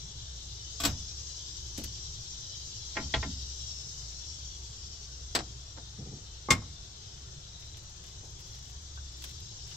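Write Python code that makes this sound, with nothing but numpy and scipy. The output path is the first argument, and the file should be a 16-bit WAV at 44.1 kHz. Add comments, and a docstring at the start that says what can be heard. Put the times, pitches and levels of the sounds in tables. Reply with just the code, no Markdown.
"""Camp stove among insects

Close up, gas flares and rings the stove's steel case; a second later a flint lighter rasps twice. A
frying pan clanks onto the grate. Things clack, slide and knock on the table, then a wrapper crinkles as
its creases let go. Each hit is a burst of decaying noise, with ringing modes for case, pan and metal.
Behind, two insect choruses of band-shaped noise throb in the trees over open air and a far low drone."""
import sys
import numpy as np
from scipy import signal
from scipy.fft import rfft, irfft
from scipy.io import wavfile
from scipy.ndimage import uniform_filter1d

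SR = 44100
rng = np.random.default_rng(int(sys.argv[2]) if len(sys.argv) > 2 else 0)


def to_wav(s):
    """Save 16-bit WAV."""
    ch = np.atleast_2d(s).T  # columns
    pcm = np.round(np.clip(ch, -1, 1) * 32767)  # PCM
    wavfile.write(sys.argv[1], SR, pcm.astype(np.int16))


N = 430416

# gas flares and lighter strokes: t/s, level/dB, swell/s, decay multiplier, low-pass f/Hz
GAS_FLARES = [(.7995, -35, 0.0019, 1.6, 15000), (.833, -31, 0.0059, 0.38, 15000),
              (.846, -24.5, 0.0058, 0.92, 15200)]
FLINT_STROKES = [(1.774, -42, 0.0021, 1.1, 12200), (1.837, -42, 0.0013, 0.56, 15000)]
# their tone: f/Hz, level/dB
FLARE_EQ = [(100, 4.5), (280, 5), (500, -2), (1100, 2), (2000, 0.5), (3500, 6), (4500, 6.5), (6500, 3),
            (7200, 4.5), (7900, 3.5), (8900, -10), (13500, -0.5), (16000, -9)]
FLINT_EQ = [(200, 6.5), (700, -15), (2000, -3.5), (4000, 2.5), (7500, 3), (9000, -7), (13000, -1),
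            (16000, -6)]
# ring of the steel case: f/Hz, level/dB, t60/s
STOVE_MODES = [(284, -2.5, 0.18), (685, 3.5, 0.12), (1160, 10, 0.034), (1504, -3.5, 0.15), (2490, 0, 0.1),
               (3330, 1, 0.09), (3840, -9.5, 0.19), (5550, -4, 0.12), (7690, 5.5, 0.095)]


def stove():
    """Gas flares up and rings the stove's case; a second later a flint lighter rasps twice."""
    flint = hits(FLINT_STROKES, FLINT_EQ, grit=0.76)
    flare = hits(GAS_FLARES, FLARE_EQ, STOVE_MODES, ring_db=-11.5, grit=0.39)
    return flare + flint


# pan meets grate: t/s, level/dB, swell/s, decay multiplier, low-pass f/Hz
PAN_CLANKS = [(2.952, -49, 0.0049, .8, 3000), (2.9675, -31.5, 0.00094, 0.97, 2520),
              (3.1385, -28, 0.0011, 0.41, 3700), (3.144, -30.5, 0.00051, 0.85, 3780),
              (3.229, -36.5, 0.00033, 0.71, 2450)]
# tone of the pan: f/Hz, level/dB
PAN_EQ = [(100, -4), (300, 1), (600, -5.5), (900, -3.5), (1300, -7), (1900, -1), (2600, -2), (3300, 1),
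          (4200, 5.5), (8000, 15), (16000, -30)]
# ring of the pan: f/Hz, level/dB, t60/s
PAN_RING = [(657, -3, .16), (850, -4, .16), (1028, -5, .16), (1380, -6, .19), (1577, -5, .08),
            (1879, -1, .09), (2116, -5, .11), (2336, -5, .08), (3316, 3, .06)]


def pan():
    """The frying pan lands on the grate and rings at each contact."""
    return hits(PAN_CLANKS, PAN_EQ, PAN_RING, ring_db=-8, tick=4, grit=0.4)


# light things, a metal thing, a small ping: t/s, level/dB, swell/s, decay multiplier, low-pass f/Hz
LIGHT_CLACKS = [(5.3508, -26.5, 0.00049, 0.57, 12000), (5.3595, -31.5, .0002, 0.66, 11000),
                (5.3638, -38, 0.00024, 0.5, 11000), (5.3898, -38, 0.00014, 0.6, 8000),
                (5.765, -50, 0.014, 0.41, 1900), (8.225, -57.5, 0.0079, 0.85, 910)]
METAL_KNOCKS = [(6.4855, -33, 0.0014, 1, 1510), (6.5045, -23.5, 0.0012, 0.44, 12000),
                (6.5066, -20, 0.00017, 0.88, 13000), (6.5255, -38, 0.00089, 0.62, 15000),
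                (6.618, -56, 0.0022, 0.92, 1600)]
SMALL_PING = [(8.972, -53.5, 0.0012, 0.33, 2200)]
# their tone: f/Hz, level/dB
CLACK_EQ = [(90, -18), (200, -2), (330, 6.5), (480, 2), (750, 5.5), (1100, 2), (1600, 3), (3000, 0.5),
            (5000, 5.5), (7000, -7.5), (7900, 4), (9000, -18), (12500, -13.5), (16000, -5)]
METAL_EQ = [(80, -6), (130, 0), (330, 4), (430, -1.5), (800, 2), (1150, 4.5), (1500, 2.5), (2200, 6),
            (3000, 2.5), (5000, 4.5), (6300, 5.5), (7900, 6), (9000, -6.5), (12500, -10), (16000, -12)]
PING_EQ = [(500, -27), (1300, -13), (1550, 1), (1800, -23), (4000, -20)]
# ring of the metal thing: f/Hz, level/dB, t60/s
METAL_RING = [(253, -5, .17), (360, -5, .12), (490, -5, .14), (835, -5, .11), (1086, -1, .14),
              (1227, -7, .11), (2134, 2.5, .13), (2422, -7, .12), (3565, -1, .1), (4753, -7, .09),
              (5394, -3, .12), (6165, -4, .07), (7650, -3, .08)]


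def table_clatter():
    """Things land on the table: light ones clack, a metal one rings, and a small ping follows."""
    clacks = hits(LIGHT_CLACKS, CLACK_EQ, tick=5.8, grit=0.76)
    metal = hits(METAL_KNOCKS, METAL_EQ, METAL_RING, ring_db=-7.5, tick=3, grit=0.55)
    return clacks + metal + hits(SMALL_PING, PING_EQ)


# weight under the hits: t/s, level/dB, swell/s, decay multiplier, low-pass f/Hz
LOW_THUDS = [(.850, -39, 0.006, 0.61, 495), (.858, -40, 0.0027, 0.79, 128),
             (1.779, -39.5, 0.0014, 0.74, 790), (2.985, -46, 0.018, 0.94, 294),
             (3.153, -34, 0.0012, 0.6, 165), (3.250, -42, 0.015, 0.81, 340),
             (5.352, -45, 0.0067, 0.82, 555), (6.505, -30.5, .003, 0.72, 286)]
# their dull tone: f/Hz, level/dB
THUD_EQ = [(25, -16), (55, -1), (80, 4), (125, -1.5), (190, -5.5), (270, 3.5), (450, -7.5), (1000, -12.5),
           (4000, -32)]


def thuds():
    """The flame thumps, and stove and table answer a contact with a thud."""
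    return hits(LOW_THUDS, THUD_EQ)


# short slides over the table: t/s, hold/s, level/dB
TABLE_SLIDES = [(5.98, 0.037, -44), (6.05, 0.024, -48), (6.108, 0.039, -43.5)]
# tone of the rubbed table top: f/Hz, level/dB
DRAG_EQ = [(60, -16), (130, 8), (200, -1), (300, -5), (460, -5), (600, -20), (820, -17), (1100, -43),
           (2500, -51), (9000, -65)]


def drag():
    """Uneven slips shake the table top into a dull rub."""
    slips = rng.standard_normal((2, N)) * amp(1.8 * waver(width_hz=63))
    rub = unit(equalise(stereo(slips, NEAR_IMAGE), DRAG_EQ))
    return rub * gestures(TABLE_SLIDES, attack_s=0.014, release_s=0.034)


# the hand squeezes: t/s, hold/s, level/dB
WRAPPER_SQUEEZES = [(7.58, .06, -65), (8.02, .05, -64), (8.38, 0.31, -62), (9.2, .09, -56),
                    (9.66, .06, -61)]
# standout snaps: t/s, level/dB, swell/s, decay multiplier, low-pass f/Hz
WRAPPER_SNAPS = [(7.620, -59, 0.0031, 0.56, 3600), (7.742, -58, 0.0018, 0.57, 4500),
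                 (7.770, -54, 0.00046, .5, 16000), (8.036, -61, 0.0037, .9, 4000),
                 (8.082, -62, .001, .8, 16000), (8.390, -58, .001, 0.75, 16000),
                 (8.546, -58, 0.00092, 0.66, 14000), (9.125, -65, .001, .5, 16000),
                 (9.2395, -43.5, 0.00062, 0.53, 15000), (9.705, -54, 0.012, 0.68, 4000)]
# tone of the wrapper: f/Hz, level/dB
WRAPPER_EQ = [(500, -11), (2300, -3.5), (3200, 4), (4000, 0), (7500, 2), (9000, -10.5), (12500, -8.5),
              (16000, -12)]


def wrapper():
    """Creases let go in clumps under each squeeze and singly in the holding hand; a few snap loudly."""
    held_from_s, held_db = 7.6, -71.5
    clumps_db = 2 * waver(width_hz=18)
    pressure = gestures(WRAPPER_SQUEEZES, attack_s=0.018, release_s=0.06)
    squeezed = crinkle(per_s=200) * pressure * amp(clumps_db)
    held = crinkle(per_s=12) * amp(held_db) * (np.arange(N) / SR > held_from_s)
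    return squeezed + held + hits(WRAPPER_SNAPS, WRAPPER_EQ, grit=0.33)


def crinkle(per_s):
    """Tiny creases let go at random, each with a short scatter."""
    creases = (rng.random(N) < per_s / SR) * amp(4 * np.minimum(rng.exponential(1, N), 3.5))
    t = np.arange(2048) / SR
    scatter = stereo(rng.standard_normal((2, len(t))) * np.exp(-t / 0.008), NEAR_IMAGE)
    crackle = signal.oaconvolve(creases[None], scatter, axes=1)[:, :N]
    return unit(equalise(crackle, WRAPPER_EQ))


# how close hits die away: f/Hz, t60/s
HIT_DECAY = [(70, 0.79), (140, 0.5), (300, 0.18), (600, 0.26), (1200, 0.2), (2500, 0.15), (6000, 0.11),
             (12000, 0.12)]


def hits(cues, eq, modes=(), ring_db=0, tick=0, grit=0):
    """Each hit: a contact tick, dense modes dying by band, a few clear ones. Soft ones swell, dull."""
    out, t = np.zeros((2, N)), np.arange(SR // 2) / SR
    onset = t < 0.025  # the level is set on this stretch
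    for start_s, db, swell_s, decay_scale, top_hz in cues:
        noise = rng.standard_normal((2, len(t))) * unit(np.exp(grit * rng.standard_normal(len(t))))
        hz, age, bands = signal.stft(stereo(noise, NEAR_IMAGE), SR, nperseg=256)
        band_t60 = decay_scale * at_hz(HIT_DECAY, hz)[:, None]
        sound = signal.istft(bands * amp(-60 * age / band_t60), SR)[1][:, :len(t)]
        for mode_hz, mode_db, t60 in modes:
            phase = 2 * np.pi * rng.random() + rng.normal(0, 0.24, (2, 1))
            envelope = amp(ring_db + mode_db - 60 * t / (t60 * decay_scale))
            sound += envelope * np.sin(2 * np.pi * mode_hz * t + phase)
        sound *= 1 - np.exp(-(t / swell_s) ** 2)
        sound[:, 0] += tick * np.exp(-swell_s / 0.002)
        sound = equalise(sound, eq, top_hz)
        add(out, start_s, amp(db) * sound / sound[:, onset].std())
    return out


def tree_echo(x, wet_db, t60):
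    """Trunks and leaves scatter a faint, dull tail back."""
    t = np.arange(SR) / SR
    envelope = amp(-60 * t / t60) * (1 - np.exp(-t / 0.033))
    tail = stereo(rng.standard_normal((2, SR)), FAR_IMAGE) * envelope
    tail = equalise(tail / np.linalg.norm(tail[0]), [(300, 6.0), (2000, -3), (9000, -22)])
    return amp(wet_db) * signal.oaconvolve(x, tail, axes=1)[:, :N]


# the insects swell and ebb: t/s, low chorus level/dB, high chorus level/dB
CHORUS_FADERS = [(0.0, -57, -53.5), (0.98, -55, -48), (2.69, -54, -48), (3.18, -53, -47),
                 (3.88, -56, -47.5), (5.9, -60, -56), (6.55, -58.5, -56), (8.73, -61, -56.5),
                 (9.76, -56.5, -52.5)]
# tone of each song: f/Hz, level/dB
LOW_SONG_EQ = [(2200, -22.5), (2650, -15.5), (3100, -4.5), (3600, -2), (3850, -1.5), (4100, -1),
               (4450, -10), (5200, -16), (7000, -64)]
HIGH_SONG_EQ = [(3600, -42), (4400, -7.5), (5000, -3.5), (5600, 1), (6100, -2.5), (6480, -2), (6850, -10.5),
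                (7450, -7), (8000, -20.5), (8600, -41.5), (11500, -33.5), (13000, -36.5), (14000, -43.5)]


def insects():
    """A low and a high chorus, each throbbing at its own nearly steady rate."""
    low_db, high_db = curves(CHORUS_FADERS)
    low = chorus(low_db, LOW_SONG_EQ, throb_hz=10.15, depth_db=1.7, buzz_hz=238, rasp=0.07)
    high = chorus(high_db, HIGH_SONG_EQ, throb_hz=10.7, depth_db=1.1, buzz_hz=430, rasp=0.16)
    return low + high


def chorus(fader_db, song_eq, throb_hz, depth_db, buzz_hz, rasp, trim_db=4):
    """Many insects throb together, most deeply when loudest; their clicking tymbals roughen the song."""
    rate_hz = throb_hz * (1 + 0.035 * waver(width_hz=1))
    swing_db = depth_db * np.sqrt(amp(fader_db - fader_db.max()))
    throb_db = swing_db * np.cos(2 * np.pi * np.cumsum(rate_hz) / SR)
    wander = unit(uniform_filter1d(rng.standard_normal(N), size=2000))
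    click_hz = buzz_hz * (1 + 0.066 * wander)
    tymbals = 1 + rasp * np.cos(2 * np.pi * np.cumsum(click_hz) / SR)
    song = far_wash(song_eq, streak_db=4, streak_frames=16)
    return song * tymbals * amp(trim_db + fader_db + throb_db)


# the drone rises and falls: t/s, level/dB
DRONE_FADER = [(0.0, -52), (1.09, -50), (2.01, -51), (2.31, -59.5), (3.48, -45), (3.83, -52), (6.79, -54),
               (6.96, -59.5), (7.99, -57.5), (8.29, -60), (8.7, -50), (8.97, -49.5), (9.27, -52),
               (9.54, -63), (9.76, -57)]


def drone(pitch_hz=64.5, trim_db=5.5):
    """A far low tone wavers in pitch and level."""
    cycles = np.array([np.cumsum(pitch_hz * (1 + 0.06 * waver(width_hz=7))) / SR for _ in range(2)])
    level_db = trim_db + curves(DRONE_FADER)[0] + 2 * waver(width_hz=6)
    return stereo(np.sin(2 * np.pi * cycles), FAR_IMAGE) * amp(level_db)


# tone of the outdoor bed: f/Hz, level/dB
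AIR_EQ = [(15, -9.5), (30, -3), (48, 0.5), (80, -2), (120, 2), (160, -11.5), (230, -23.5), (370, -18.5),
          (520, -24), (1400, -25.5), (2300, -32), (7500, -23.5), (9000, -47.5), (16000, -55)]


def open_air():
    """A faint, bass-heavy wash of open air."""
    return far_wash(AIR_EQ, streak_db=2, streak_frames=14) * amp(-49.5)


def far_wash(eq, streak_db, streak_frames, right_lag_s=0.00041):
    """Distant noise whose narrow streaks come and go; it reaches the right side a little later."""
    noise = stereo(rng.standard_normal((2, N)), FAR_IMAGE)
    hz, _, bands = signal.stft(noise, SR, nperseg=2048, noverlap=1536)
    bands[1] *= np.exp(-2j * np.pi * hz * right_lag_s)[:, None]
    streaks = uniform_filter1d(rng.standard_normal(bands.shape[1:]), size=streak_frames, axis=1)
    streaks = unit(uniform_filter1d(streaks, size=3, axis=0))
    bands *= amp(at_hz(eq, hz)[:, None] + streak_db * streaks)
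    return unit(signal.istft(bands, nperseg=2048, noverlap=1536)[1][:, :N])


# stereo image of far and near sounds: f/Hz, left-right correlation, left minus right level/dB
FAR_IMAGE = [(60, 1, 0.5), (111, 1, -2), (200, 1, 4.5), (380, 0.97, -0.5), (696, 0.63, 7),
             (1230, 0.29, 2.5), (2350, 0.18, 3.5), (8000, 0.1, 5.5)]
NEAR_IMAGE = [(60, 0.95, -1.5), (250, 1, 1), (540, 0.85, -1.5), (990, 0, 1.5), (2250, 0.11, 2),
              (4100, 0.45, 3.5), (8000, 0.38, 5.5), (12000, 0.2, 4.5)]


def stereo(x, image):
    """Blends two unrelated signals into what a spaced pair of microphones hears."""
    a, b = rfft(x)
    hz = np.fft.rfftfreq(x.shape[1], 1 / SR)
    points_hz, correlation, lean_db = np.transpose(image)
    alike = np.clip(at_hz(np.c_[points_hz, correlation], hz), -1, 1)
    lean = amp(at_hz(np.c_[points_hz, lean_db], hz) / 2)
    mid, side = a * np.sqrt((1 + alike) / 2), b * np.sqrt((1 - alike) / 2)
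    return irfft([(mid + side) * lean, (mid - side) / lean], x.shape[1])


def equalise(x, eq, top_hz=SR, size=4096):
    """Minimum-phase EQ, rolled off above top_hz."""
    hz = abs(np.fft.fftfreq(size, 1 / SR))
    gain = amp(at_hz(eq, hz)) / np.sqrt(1 + (hz / top_hz) ** 12)
    log_response = np.conj(signal.hilbert(np.log(gain + 1e-5)))
    taps = np.fft.ifft(np.exp(log_response)).real
    return signal.oaconvolve(x, taps[None], axes=1)[:, :x.shape[1]]


def gestures(cues, attack_s, release_s):
    """Envelope of a series of movements: each rises, holds and dies away."""
    t = np.arange(N) / SR
    envelope = np.zeros(N)
    for start_s, hold_s, db in cues:
        attack = np.clip((t - start_s) / attack_s, 0, 1)
        release = np.exp(-np.maximum(t - start_s - hold_s, 0) / release_s)
        envelope += amp(db) * attack * release
    return envelope


def waver(width_hz):
    """A slow random wobble of rms 1."""
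    hz = np.fft.rfftfreq(N, 1 / SR)
    return unit(irfft(rfft(rng.standard_normal(N)) * np.exp(-(hz / width_hz) ** 2), N))


def curves(faders):
    """Each fader's value at every sample."""
    times, *columns = np.transpose(faders)
    return [np.interp(np.arange(N) / SR, times, column) for column in columns]


def at_hz(points, hz):
    """Reads a curve on a log-frequency axis."""
    f, value = np.transpose(points)
    return np.interp(np.log(hz + 1), np.log(f + 1), value)


def add(mix, start_s, sound):
    """Mixes a stereo sound in at start_s."""
    part = mix[:, max(round(start_s * SR), 0):][:, :sound.shape[1]]
    part += sound[:, :part.shape[1]]


def amp(db):
    """Decibels to gain."""
    return 10 ** (np.asarray(db) / 20)


def unit(x):
    """Scales to rms 1."""
    return x / np.sqrt(np.mean(x ** 2) + 1e-20)


def scene():
    """Close handling sounds and their echo in front of insects, drone and open air."""
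    near = stove() + pan() + table_clatter() + thuds() + drag() + wrapper()
    chorus_bed = insects()
    return near + tree_echo(near, wet_db=-24, t60=0.38) + chorus_bed + drone() + open_air()


def record(dry, cutoff_hz=15850):
    """A steep low-pass on the whole mix."""
    low_pass = signal.firwin(511, cutoff_hz, window=("kaiser", 9), fs=SR)
    return signal.oaconvolve(dry, low_pass[None], "same")


dry = scene()
out = record(dry)
to_wav(out)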